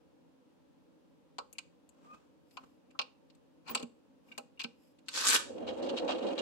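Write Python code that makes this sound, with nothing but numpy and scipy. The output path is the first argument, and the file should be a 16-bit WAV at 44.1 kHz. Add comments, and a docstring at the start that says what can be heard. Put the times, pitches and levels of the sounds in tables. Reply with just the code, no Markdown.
"""In a quiet room with a soft ventilation hush, a hand works the wooden handle and latch of a sliding glass door:
clicks, knocks, rubs and squeaks, made as struck resonances and stick-slip friction.
Then the door tears out of its weather seal, a rasp of friction that grows until it comes free.
Last it rolls along the track: the pane rumbles as filtered noise, grit crunches and the rollers rattle.
Two close microphones hear it, the right channel a few milliseconds late."""
import sys
import numpy as np
from scipy import signal
from scipy.fft import rfft, irfft, next_fast_len
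from scipy.io import wavfile
from scipy.ndimage import map_coordinates

SR = 44100
rng = np.random.default_rng(int(sys.argv[2]) if len(sys.argv) > 2 else 0)


def bounce(signal):
    """Save signal as a 16-bit WAV file at the path given by the first command-line argument."""
    frames = np.transpose(np.atleast_2d(signal))
    limited = np.clip(frames, -1, 1)
    pcm = np.round(limited * 32767).astype(np.int16)
    wavfile.write(sys.argv[1], SR, pcm)


N = 282681
TIME = np.arange(N) / SR  # s

# All levels are relative. A stroke's half length is the standard deviation of its bell.
# Handle knocking against the door. Each row: start in seconds, latch clack, metal tick, wood and door thud
# in dB, centres of the thud, the clack and the tick in Hz, left minus right in dB.
KNOCKS = [(1.3835, -44, -48, -35.5, -51, 480, 4800, 6700, -1),
          (2.57, -48, -59, -41.5, -79, 517, 2460, 6000, 2.5),
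          (2.99, -30.5, -65.5, -34, -47, 700, 3240, 7300, -1.5),
          (3.6825, -51, -61, -48, -61.5, 550, 2490, 7560, 1),
          (3.694, -46, -57, -42.5, -52.5, 290, 2720, 7600, 1),
          (3.712, -54.5, -67.5, -56, -47.5, 320, 2720, 7600, -1.5),
          (3.749, -32, -29, -33, -46, 524, 3500, 7300, 0),
          (3.796, -51.5, -53.5, -62, -47.5, 480, 4300, 7300, 1),
          (3.8266, -50, -50, -54, -41.5, 210, 2520, 7800, 1),
          (4.3785, -44, -42.5, -45.5, -46.5, 600, 2500, 8600, 0.5),
          (4.64, -38.5, -60, -48.5, -45.5, 193, 2840, 8200, 0)]
# Latch clicking on its own. Each row: start in seconds, latch clack in dB, metal tick in dB,
# centre of the clack in Hz, centre of the tick in Hz, left minus right in dB.
CLICKS = [(1.528, -66, -49.5, 2700, 10600, 4), (1.5838, -40.5, -42, 2670, 7500, -1.5),
          (1.891, -79, -62, 4400, 7700, 12), (2.51, -71, -72, 4900, 9000, 3),
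          (2.908, -68.5, -72.5, 2430, 7500, -1.5), (3.3, -66.5, -77, 4400, 7000, -3),
          (3.349, -76.5, -70, 3780, 8340, 1.5), (4.319, -60, -69, 3300, 7500, -2),
          (4.6145, -41.5, -57, 2800, 7440, 1.5), (4.636, -65, -57.5, 2700, 8400, 18.5),
          (4.987, -70, -72, 3000, 7500, -1), (5.084, -39.5, -42, 4200, 7970, -0.5)]
# Latch tongue juddering along its keeper. Each row: start in seconds, latch clack in dB, metal tick in dB,
# centre of the clack in Hz.
JUDDERS = [(3.676, -57.5, -60, 4270), (4.5941, -43, -56, 2720)]
# Light touches that only ring the handle and latch. Each row: start in seconds, level in dB, centre in Hz.
TAPS = [(1.53, -76, 2700), (1.552, -69, 2450), (2.136, -61, 1190), (2.632, -64.5, 1170), (2.903, -77, 2430),
        (2.95, -60.5, 1120), (4.285, -70.5, 2550), (4.316, -53, 2480), (4.348, -68, 2430),
        (4.574, -66.5, 2780), (4.642, -56, 1590), (5.082, -55, 1560)]
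# Loose handle shuddering. Each row: peak in seconds, level in dB, half length in seconds.
SHUDDERS = [(3.686, -50.5, 0.014), (3.806, -54.5, 0.013)]
# Fingers sliding on the handle. Each row: peak in seconds, level in dB, half length in seconds.
RUBS = [(2.11, -65.5, 0.11), (2.145, -60, 0.0077), (2.63, -65.5, 0.043), (3.728, -48, 0.032),
        (4.32, -63.5, 0.033)]
# Hand brushing the frame. Each row: peak in seconds, level in dB, half length in seconds.
BRUSHES = [(2.12, -90, .07), (2.54, -75, 0.04), (2.7, -82, 0.047), (4.29, -80, 0.031), (4.85, -75.5, 0.049)]
# Squeaks of the gripped handle and the latch. Each row: peak in seconds, level in dB, half length in seconds,
# pitch in Hz, width in Hz, glide in Hz per second.
SQUEAKS = [(2.115, -57.5, 0.033, 1205, 35, 700), (2.13, -67, 0.025, 2500, 120, 1000),
           (3.707, -39, 0.006, 15330, 500, 0), (4.605, -70.5, 0.0065, 14700, 500, 0)]
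# Tugs against the seal: the higher rows are patches of the seal giving way, the lower ones surges of the door
# body groaning. Each row: peak in seconds, level in dB, half length in seconds, centre in Hz.
TUGS = [(5.235, -51, 0.014, 280), (5.256, -36.5, 0.016, 1000), (5.3215, -27.5, 0.0055, 1900),
        (5.341, -33, .005, 1300), (5.353, -41.5, 0.013, 400), (5.358, -24.5, 0.0045, 2000)]
# Snaps as the strip unsticks. Each row: start in seconds, level in dB.
UNSTICKINGS = [(5.2499, -47.5), (5.255, -38), (5.27, -31.5), (5.275, -32), (5.2817, -33), (5.286, -29.5),
               (5.2995, -30.5)]
# Bumps in the track jolting the door. Each row: start in seconds, level in dB, centre of the thud in Hz.
BUMPS = [(5.494, -44.5, 416), (5.551, -44, 400), (5.62, -39.5, 400), (5.672, -47, 484), (5.713, -43, 450),
         (5.931, -37.5, 317), (6.252, -40.5, 420)]
# Rollers chattering on the track. 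Each row: start in seconds, scrape in dB, frame knock in dB,
# length in seconds, centre in Hz.
RATTLES = [(5.666, -42.5, -48, 0.034, 2700), (5.819, -47, -52, 0.028, 4200), (5.856, -49, -56, 0.024, 3400),
           (5.885, -37.5, -43, 0.016, 3000), (5.966, -33.5, -48, 0.022, 3500),
           (6.076, -37.5, -37, 0.05, 2700), (6.177, -43, -44, 0.013, 2600), (6.221, -49, -46, 0.021, 3300),
           (6.263, -46, -48, 0.03, 3200), (6.312, -50, -50, 0.014, 2700), (6.376, -33.5, -47, 0.02, 3200)]
# Pane flexing as it is shoved. Each row: peak in seconds, level in dB, half length in seconds.
FLEXES = [(5.72, -59, 0.28)]

# Resonances of the dry snap at first touch, the wooden handle, the latch, its metal tongue, the snapping strip,
# the hollow frame, the pane, the flexing pane, the track and the air in the ducts.
# Each row: frequency in Hz, width in Hz, level in dB.
TOUCH_MODES = [(1700, 1200, -4.5), (3270, 1050, 7)]
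HANDLE_MODES = [(804, 185, -3.5), (1068, 71, 5.5), (1306, 87, 3.5), (1500, 270, -6.5)]
LATCH_MODES = [(2330, 170, 5), (2490, 160, 6.5), (2843, 196, 0.5), (3940, 160, -9), (4330, 560, -3),
               (5510, 240, -19.5)]
METAL_MODES = [(6300, 690, -4), (7500, 1440, 4), (8040, 2180, 0.5), (9450, 900, -7.5), (11640, 1600, -15)]
PEEL_MODES = [(4080, 560, -0.5), (7280, 1000, 6), (11400, 2000, -12.5)]
FRAME_MODES = [(1224, 30, -2), (1272, 25, -2), (1377, 40, 4), (1451, 25, 0), (1531, 30, 3), (1690, 25, -3),
               (2255, 35, -3), (2547, 35, -2), (3872, 40, -3), (4372, 30, -2), (4910, 35, -2),
               (6060, 25, -4), (6997, 40, -1), (7327, 40, -2), (7960, 150, -4)]
PANE_MODES = [(188, 26, -10), (243.3, 19, -6), (257, 6.7, 1), (322, 65, 1), (473, 36, 0.5), (515.8, 30, 5),
              (561.5, 27, 4), (645, 13, -5), (732, 8.2, -5), (832, 13, -11.5)]
FLEX_MODES = [(67, 20, -4), (127, 40, 3.5)]
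TRACK_MODES = [(2540, 90, -5), (2790, 80, -7), (3197, 120, -1), (3830, 60, -9), (3950, 60, -8),
               (4940, 52, -5)]
DUCT_MODES = [(166, 9, -9.5), (264.1, 3, -1.5), (312.7, 24, -10), (564, 53, -15)]

# Decaying modes of the handle with its latch case, and low modes of the door.
# Each row: frequency in Hz, level in dB, time to fall 60 dB in seconds.
CASE_MODES = [(797, -6, .07), (1061, -3, .045), (1174, -1, .04), (1340, -4, .06), (1540, -2, .06),
              (2180, -9, .05), (2310, -4, .035), (2440, -2, .032), (2783, 0, .04), (3700, -2, .04),
              (4301, -9, .04), (4500, -5, .032), (4950, -8, .04)]
DOOR_MODES = [(175, -4, 0.081), (197, -4.5, 0.047), (237.2, 3, 0.11), (263, -12.5, 0.1), (317, -5, 0.061),
              (408.4, 5.5, 0.075), (469, -5.5, 0.18), (503, -12, 0.36), (566, -6, 0.16), (643, 5, 0.077),
              (804.4, -3, 0.14)]

# Spectra of skin on wood, the hand on the frame, the seal's rasp, the rolling rumble, grit crushed in the track,
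# the scraping rollers and the ventilation hush. Each row: frequency in Hz, density in dB per Hz.
SKIN_SPECTRUM = [(100, -6.5), (220, 5), (600, -3.5), (1200, -3.5), (1900, -16), (2600, -13), (4500, -20),
                 (8000, -21), (10000, -33.5), (15000, -34)]
BRUSH_SPECTRUM = [(1000, -20), (2700, 6), (4300, -12), (5100, 11), (5800, -9), (7500, 3), (10000, -9),
                  (11800, 6.5), (13500, -18)]
RASP_SPECTRUM = [(30, -31), (120, -32), (250, -11.5), (600, -6.5), (900, -4.5), (1400, -8.5), (2000, -5),
                 (2800, -1.5), (4500, -0.5), (5600, -2), (7600, -4.5), (9500, -13.5), (11800, -11.5),
                 (13000, -26), (16000, -32.5)]
RUMBLE_SPECTRUM = [(25, -36.5), (65, -45), (140, -9), (250, -3), (400, 8), (600, 6), (850, 1.5), (1050, -5),
                   (1400, -11), (2000, -9.5), (4000, -49)]
GRIT_SPECTRUM = [(600, -10), (1200, 1), (1900, -4), (2700, 4), (3300, 1), (4500, -3), (5700, -10),
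                 (8200, -10), (9800, -26), (11800, -17), (13000, -46), (16000, -47)]
ROLLER_SPECTRUM = [(500, -6), (1100, 6), (1900, -2), (2700, 5.5), (3200, 3.5), (4100, 4.5), (5700, -6),
                   (8200, -8), (9800, -28), (11800, -27), (13000, -46), (16000, -57)]
HUSH_SPECTRUM = [(15, -78), (25, -46.5), (75, -21), (135, -14.5), (163, -13), (202, -15.5), (264, -11.5),
                 (354, -18), (488, -15), (655, -25.5), (927, -24), (1150, -29.5), (2130, -38),
                 (2630, -35.5), (15000, -54)]

# Likeness of the two microphones. Each row: frequency in Hz, correlation from 0 to 1.
ALIKE = [(60, 0.73), (250, 0.96), (500, 0.53), (800, 0.06), (2000, 0.061), (10000, 0.1)]
# Decay of the room. Each row: frequency in Hz, time to fall 60 dB in seconds.
ROOM_DECAY = [(200, 0.47), (1400, 0.3), (4000, 0.3), (8000, 0.32), (14000, 0.14)]

CONTACT_RISE_S = .0007  # a contact builds up over this time
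TOUCH_DB, PING_DB = -7, -10.5  # first snap and ringing case, beside the clack
WOOD_SHARE_DB = -14  # the wood's answer to a click of the latch
CATCH_S = .0044  # between the catches of a judder
BOUNCE_ABOVE_DB = -35  # a louder clack makes the latch bounce
BOUNCE_S, BOUNCE_LOSS_DB, BOUNCE_DULL_DB = 0.0245, 10.5, 14.5  # flight, loss, metal and wood under the clack
# The seal: first drag, time to grip, release, fall by 60 dB
SEAL_START_S, SEAL_GRIP_S, SEAL_FREE_S, SEAL_FADE_S = 5.0584, 0.1, 5.363, 0.022
# Level once it grips, how far below that it starts, growth under the pull
SEAL_DB, SEAL_SLACK_DB, SEAL_RISE_DB_PER_S = -34.5, 38, 39.5
SEAL_HISS_DB_PER_S = 52.5  # added growth of the topmost hiss, beside the rasp
GROAN_DB, GROAN_DB_PER_S = -8, 46  # the frame's groan beside the rasp at release, and its growth
TUG_SPREAD = 1.65  # band edges lie this ratio below and above a tug's centre
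ROLL_START_S, SPEED_UP_S = 5.367, 0.3  # the door gathers speed
RUMBLE_DB, GRIT_DB, GRIT_POWER = -35, -55.5, 1.64  # mix gains at full speed; grit grows as a power of speed
RATTLE_RISE_S, RATTLE_FOCUS_DB = 0.0078, 5  # build-up; loss an octave away from the centre
WHEELS_ROOM_DB = -15  # room gain of the rollers
TOP_HZ, LOW_CUT_HZ = 16000, 35  # band limit; the microphones' bass roll-off
RIGHT_LAG_S = .00385


def knocks():
    """Impact excitation: the handle knocks, rocking the door; a hard knock makes the latch bounce."""
    out = np.zeros((2, N))
    for s, latch_db, metal_db, wood_db, thud_db, push_hz, clack_hz, tick_hz, pan_db in KNOCKS:
        add(out, s, contact(latch_db, metal_db, wood_db, clack_hz, tick_hz), pan_db)
        add(out, s, amp(thud_db) * thud(push_hz))
        if latch_db > BOUNCE_ABOVE_DB:
            db = latch_db - BOUNCE_LOSS_DB
            dull_db = db - BOUNCE_DULL_DB
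            add(out, s + BOUNCE_S, contact(db, dull_db, dull_db, clack_hz, tick_hz), pan_db)
    return out


def latch(count=3):
    """Impact excitation: single clicks, judders of a few quick catches, and light ringing taps."""
    out = np.zeros((2, N))
    for s, latch_db, metal_db, clack_hz, tick_hz, pan_db in CLICKS:
        add(out, s, contact(latch_db, metal_db, latch_db + WOOD_SHARE_DB, clack_hz, tick_hz), pan_db)
    for s, latch_db, metal_db, clack_hz in JUDDERS:
        for k in range(count):
            catch = contact(latch_db, metal_db, latch_db + WOOD_SHARE_DB, clack_hz, tick_hz=7860)
            add(out, s + k * CATCH_S, catch)
    for s, db, centre_hz in TAPS:
        add(out, s, amp(db) * modal(CASE_MODES, centre_hz, slope_db=34, rise=.002))
    return out


def contact(latch_db, metal_db, wood_db, clack_hz, tick_hz):
    """Coupled resonators: one contact snaps, then shakes the wooden handle, latch, metal tongue and case."""
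    snap = strike(TOUCH_MODES, 1300, 7000, crack=0.002, ring=0.01, ring_db=-25)
    wood = strike(HANDLE_MODES, 360, 1400, crack=0.0026, ring=0.084, ring_db=-26)
    clack_modes = favour(LATCH_MODES, clack_hz, slope_db=7.0)
    clack = strike(clack_modes, 2580, 5900, crack=0.0018, ring=0.047, ring_db=-21.0)
    tick_modes = favour(METAL_MODES, tick_hz, slope_db=18.5)
    tick = strike(tick_modes, 5100, 14000, crack=0.0023, ring=0.03, ring_db=-19.5)
    ping = modal(CASE_MODES, clack_hz, slope_db=16.5, rise=.0008)[:, :SR // 5]
    return (amp(latch_db + TOUCH_DB) * snap
            + amp(wood_db - 4.5) * wood
            + amp(latch_db - 4.0) * clack
            + amp(metal_db - 6.5) * tick
            + amp(latch_db + PING_DB) * ping)


def thud(push_hz):
    """Modal excitation: a soft push wakes the door's lowest modes, a harder one the higher modes."""
    return modal(DOOR_MODES, push_hz, slope_db=9.5, rise=0.005)


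def clatter():
    """Repeated impact: the loose handle shudders in its mount, a dense run of tiny contacts."""
    catches = friction([(300, 0), (9000, 0)], grain_db=3.5, rate=170, slip_db=30)
    wood = unit(filtered(catches, lambda f: body(HANDLE_MODES, f)))
    case = unit(filtered(catches, lambda f: body(LATCH_MODES, f)))
    return swells(SHUDDERS) * band(wood + amp(-2.5) * case, 300, 6000)


def hand():
    """Stick-slip friction: skin rubs on the wood in tiny catches, and brushes softly over the frame."""
    rubs = swells(RUBS) * friction(SKIN_SPECTRUM, grain_db=-2.5, rate=130, slip_db=6.0)
    brushes = swells(BRUSHES) * friction(BRUSH_SPECTRUM, grain_db=3.0, rate=250, slip_db=-1)
    return rubs + brushes


def squeaks():
    """Stick-slip oscillation: brief whistles, each a narrow band that may glide upward."""
    out = np.zeros((2, N))
    for s, db, half, hz, width, glide in SQUEAKS:
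        phase = 2 * np.pi * np.cumsum(hz + glide * (TIME - s)) / SR
        whistle = unit(wobble(width) * np.sin(phase) + wobble(width) * np.cos(phase))
        out += swells([(s, db, half)]) * whistle
    return out


def seal():
    """Friction under growing load: the strip grips, rasps louder and brighter and comes free; the frame groans."""
    gripped = TIME - SEAL_START_S - SEAL_GRIP_S
    outside = np.maximum(SEAL_START_S - TIME, 0) + np.maximum(TIME - SEAL_FREE_S, 0)
    to_go = np.maximum(SEAL_FREE_S - TIME, 0)
    slack_db = SEAL_SLACK_DB * np.clip(gripped / SEAL_GRIP_S, -1, 0)
    pull_db = SEAL_DB + slack_db + SEAL_RISE_DB_PER_S * np.maximum(gripped, 0)
    drag = friction(RASP_SPECTRUM, grain_db=2.6, rate=190, slip_db=16)
    hiss = filtered(drag, lambda f: 1 - 1 / (1 + (f / 9000) ** 12))
    drag = drag - hiss + hiss * amp(7.0 - SEAL_HISS_DB_PER_S * to_go)
    groan = unit(band(friction(RASP_SPECTRUM, grain_db=3, rate=130, slip_db=20), 1100, 1750))
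    groan = amp(GROAN_DB - GROAN_DB_PER_S * to_go) * groan
    rasp = amp(pull_db - 60 * outside / SEAL_FADE_S) * (drag + groan)
    ringing = frame(rasp + tugs(), ring=0.021, ring_db=-7.5)
    # Single-mode calls keep every frame resonance in the same polarity
    return filtered(ringing, lambda f: 0.79 + sum(body([mode], f) for mode in FRAME_MODES)) + peel()


def tugs():
    """Stick-slip release: patches of the seal give way and the door body groans in surges, each a short, rough
    band at its own pitch."""
    slips = friction(RASP_SPECTRUM, grain_db=2.5, rate=330, slip_db=18)
    out = np.zeros((2, N))
    for s, db, half, hz in TUGS:
        out += swells([(s, db, half)]) * unit(band(slips, hz / TUG_SPREAD, hz * TUG_SPREAD))
    return out


def peel():
    """Sudden release of adhesion: the strip unsticks in a short, uneven run of bright snaps."""
    out = np.zeros((2, N))
    for s, db in UNSTICKINGS:
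        snap = strike(PEEL_MODES, 1570, 15000, crack=0.0026, ring=0.011, ring_db=-33)
        add(out, s, amp(db) * snap, pan_db=3.0)
    return out


def rolling():
    """Rolling excitation: rollers gather speed, shake the pane, crunch grit and chatter; gives rumble and wheels."""
    speed = 1 - np.exp(-np.maximum(TIME - ROLL_START_S, 0) / SPEED_UP_S)  # 1 at full speed
    pane = amp(-2.0) * noise(lambda f: body(PANE_MODES, f))
    pane = pane + amp(-3.5) * speed * noise(lambda f: amp(along(RUMBLE_SPECTRUM, f)))
    pane = filtered(pane, lambda f: 1 / (1 + (f / 1500) ** 4))  # the heavy glass passes little treble
    lumps = amp(1.9 * wobble(28))
    flex = swells(FLEXES) * noise(lambda f: body(FLEX_MODES, f) / (1 + (f / 200) ** 2))
    rumble = amp(RUMBLE_DB) * speed * lumps * pane + flex + bumps()
    crunch = amp(GRIT_DB) * speed ** GRIT_POWER * grit()
    wheels = frame(crunch + rattles(), ring=0.028, ring_db=-1.0)
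    # Each ring of the track comes and goes on its own
    rings = sum(filtered(wheels, lambda f: body([mode], f)) * amp(4 * wobble(14)) for mode in TRACK_MODES)
    return rumble * amp([[-1], [1]]), 0.69 * wheels + 1.02 * rings  # rumble 2 dB stronger on the right


def bumps():
    """Modal excitation: each bump in the track rings the door's low modes."""
    out = np.zeros((2, N))
    for s, db, push_hz in BUMPS:
        add(out, s, amp(db) * thud(push_hz))
    return out


def rattles():
    """Intermittent contact: short runs of scrapes, each with its own pitch, over a hollow knocking of the frame."""
    out, t = np.zeros((2, N)), np.arange(SR // 5) / SR
    scrapes = friction(ROLLER_SPECTRUM, grain_db=3.5, rate=170, slip_db=27)
    knocking = unit(band(friction(RUMBLE_SPECTRUM, grain_db=3, rate=110, slip_db=20), 600, 1400))
    for k, (s, db, jolt_db, length, centre_hz) in enumerate(RATTLES):
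        shape = (1 - np.exp(-t / RATTLE_RISE_S)) * np.exp(-(t / length) ** 2)
        part = slice(k * len(t), (k + 1) * len(t))  # a fresh stretch of friction for each rattle
        focus = lambda f: amp(-RATTLE_FOCUS_DB * np.abs(np.log2((f + 1) / centre_hz)))
        scrape = unit(filtered(shape * scrapes[:, part], focus)) * np.sqrt(np.mean(shape ** 2))
        add(out, s, amp(db) * scrape + amp(jolt_db) * shape * knocking[:, part])
    return out


def grit():
    """Granular crushing: uneven patches of crunch, the lower and upper ranges coming and going on their own."""
    crunch = friction(GRIT_SPECTRUM, grain_db=3.2, rate=105, slip_db=18)
    low = filtered(crunch, lambda f: 1 / (1 + (f / 3000) ** 8))
    high = crunch - low
    return unit(low * amp(2 * wobble(45)) + 0.65 * high * amp(2 * wobble(45)))


def frame(x, ring, ring_db):
    """Convolution with a decaying tail: the hollow frame adds a short, dense metallic ring."""
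    t = np.arange(SR // 4) / SR
    tail = rng.standard_normal((2, len(t))) * amp(-60 * t / ring)
    return x + amp(ring_db) * signal.fftconvolve(x, tail / np.linalg.norm(tail[0]), axes=1)[:, :N]


def house():
    """Broadband flow noise: soft ventilation, a hush with a few low duct resonances."""
    air = amp(-67.0) * noise(lambda f: amp(along(HUSH_SPECTRUM, f)))
    ducts = amp(-68.5) * noise(lambda f: body(DUCT_MODES, f) / (1 + (f / 700) ** 2))
    return air + ducts * amp(1.5 * wobble(9.8))


def room(x):
    """Reverberation: a small room answers each microphone with its own tail, decaying by frequency."""
    hz, t, z = signal.stft(rng.standard_normal((2, SR // 2)), SR, nperseg=256)
    decay = amp(-60 * t / along(ROOM_DECAY, hz)[:, None]) * (1 - np.exp(-t / 0.0009))
    tail = signal.istft(z * decay, SR, nperseg=256)[1]
    return signal.fftconvolve(x, tail / np.linalg.norm(tail[0]), axes=1)[:, :N]


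def strike(modes, lo_hz, hi_hz, crack, ring, ring_db):
    """Source and filter: a crack and a dense dying ring, coloured by resonances; energy of 20 ms at rms 1."""
    t = np.arange(SR // 5) / SR
    decay = amp(-60 * t / crack) + amp(ring_db - 60 * t / ring)  # crack and ring fall 60 dB in their seconds
    push = decay * pair(rng.standard_normal((2, len(t))))
    push *= 1 - np.exp(-t / CONTACT_RISE_S)
    x = band(filtered(push, lambda f: body(modes, f)), lo_hz, hi_hz)
    return x / np.linalg.norm(x, axis=1, keepdims=True) * np.sqrt(SR / 50)


def modal(modes, centre_hz, slope_db, rise):
    """Modal superposition: a push wakes the modes nearest its centre frequency; rms 1 over the first 25 ms."""
    t = np.arange(SR // 2) / SR
    hz, level_db, t60 = np.transpose(modes)[..., None]
    uneven_db = rng.normal(0, 2.4, (2, len(modes), 1))  # drawn apart for each channel
    weight = amp(level_db + uneven_db - slope_db * np.abs(np.log2(hz / centre_hz)))
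    partials = amp(-60 * t / t60) * np.sin(2 * np.pi * hz * t + rng.uniform(0, 2 * np.pi, hz.shape))
    ring = weight[..., 0] @ partials
    ring *= 1 - np.exp(-t / rise)
    return ring / np.std(ring[:, :SR // 40])


def favour(modes, centre_hz, slope_db):
    """Point of excitation: where a part is struck decides which modes speak; others lose slope_db an octave."""
    return [(hz, width, db - slope_db * abs(np.log2(hz / centre_hz))) for hz, width, db in modes]


def friction(spectrum, grain_db, rate, slip_db):
    """Stick-slip: about rate catches a second, of uneven size, each changing by -slip_db before the next."""
    cycle = np.cumsum(rate * amp(2.5 * wobble(rate / 2))) / SR
    catch_db = grain_db * wobble(rate) - slip_db * (cycle % 1)
    catches = amp(catch_db) * rng.standard_normal((2, N))
    return unit(filtered(pair(catches), lambda f: amp(along(spectrum, f))))


def noise(response):
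    """Spectral shaping: coloured stereo noise of rms 1."""
    return unit(filtered(pair(rng.standard_normal((2, N))), response))


def pair(x):
    """Spatial coherence: two unrelated signals become two microphones, correlated by frequency."""
    turn = lambda f: np.arccos(np.clip(along(ALIKE, f), -1, 1)) / 2
    mid, side = filtered(x, lambda f: np.array([np.cos(turn(f)), np.sin(turn(f))]))
    return np.array([mid + side, mid - side])


def body(modes, f):
    """Resonance: causal response of a set of damped modes, alternating in sign."""
    total = 0
    for k, (c, w, db) in enumerate(modes):
        total = total + (-1) ** k * amp(db) * 1j * f * w / (c * c - f * f + 1j * f * w)
    return total


def band(x, lo_hz, hi_hz):
    """Band limitation: a causal band-pass."""
    sos = signal.butter(3, [lo_hz, min(hi_hz, SR / 2 - 1)], "band", fs=SR, output="sos")
    return signal.sosfilt(sos, x)


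def filtered(x, response):
    """Linear filtering: the spectrum of x times a complex response of frequency."""
    n = x.shape[-1]
    m = next_fast_len(n + 8192)  # padded so that tails do not wrap round
    return irfft(rfft(x, m) * response(np.fft.rfftfreq(m, 1 / SR)), m)[..., :n]


def swells(rows):
    """Amplitude envelope: the gain of a set of bell-shaped strokes."""
    return sum(amp(db) * np.exp(-((TIME - s) / half) ** 2 / 2) for s, db, half in rows)


def wobble(rate):
    """Random modulation: a smooth random curve, rate knots a second."""
    return map_coordinates(rng.standard_normal(int(N * rate / SR) + 4), [TIME * rate])


def along(points, hz):
    """Interpolation: (Hz, value) points read on a log frequency axis."""
    f, v = np.transpose(points)
    return np.interp(np.log(hz + 1), np.log(f + 1), v)


def amp(db):
    """Level: decibels to gain."""
    return 10 ** (np.asarray(db) / 20)


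def unit(x):
    """Normalisation: x scaled to rms 1."""
    return x / np.sqrt(np.mean(x ** 2) + 1e-20)


def add(out, s, sound, pan_db=0):
    """Superposition: mix a stereo sound in at time s, the left pan_db above the right."""
    part = out[:, round(s * SR):][:, :sound.shape[1]]
    part += sound[:, :part.shape[1]] * amp(np.array([[pan_db], [-pan_db]]) / 2)


def scene():
    """Direct and reverberant sound: the handle is near and dry; the long seal and rollers fill more of the room."""
    near = knocks() + latch() + clatter() + hand() + squeaks()
    rasp = seal()
    rumble, wheels = rolling()
    reverb = room(amp(-19.0) * near + amp(-8.5) * rasp + amp(WHEELS_ROOM_DB) * wheels)
    return near + rasp + rumble + wheels + reverb + house()


def record(dry):
    """Delay and band limit: the right channel runs late, the deepest bass is thinned, the top is cut off."""
    lags = np.array([[0], [RIGHT_LAG_S]])
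    bass_cut = lambda f: f / np.hypot(f, LOW_CUT_HZ)
    return filtered(dry, lambda f: (f < TOP_HZ) * bass_cut(f) * np.exp(-2j * np.pi * f * lags))


dry = scene()
out = record(dry)
bounce(out)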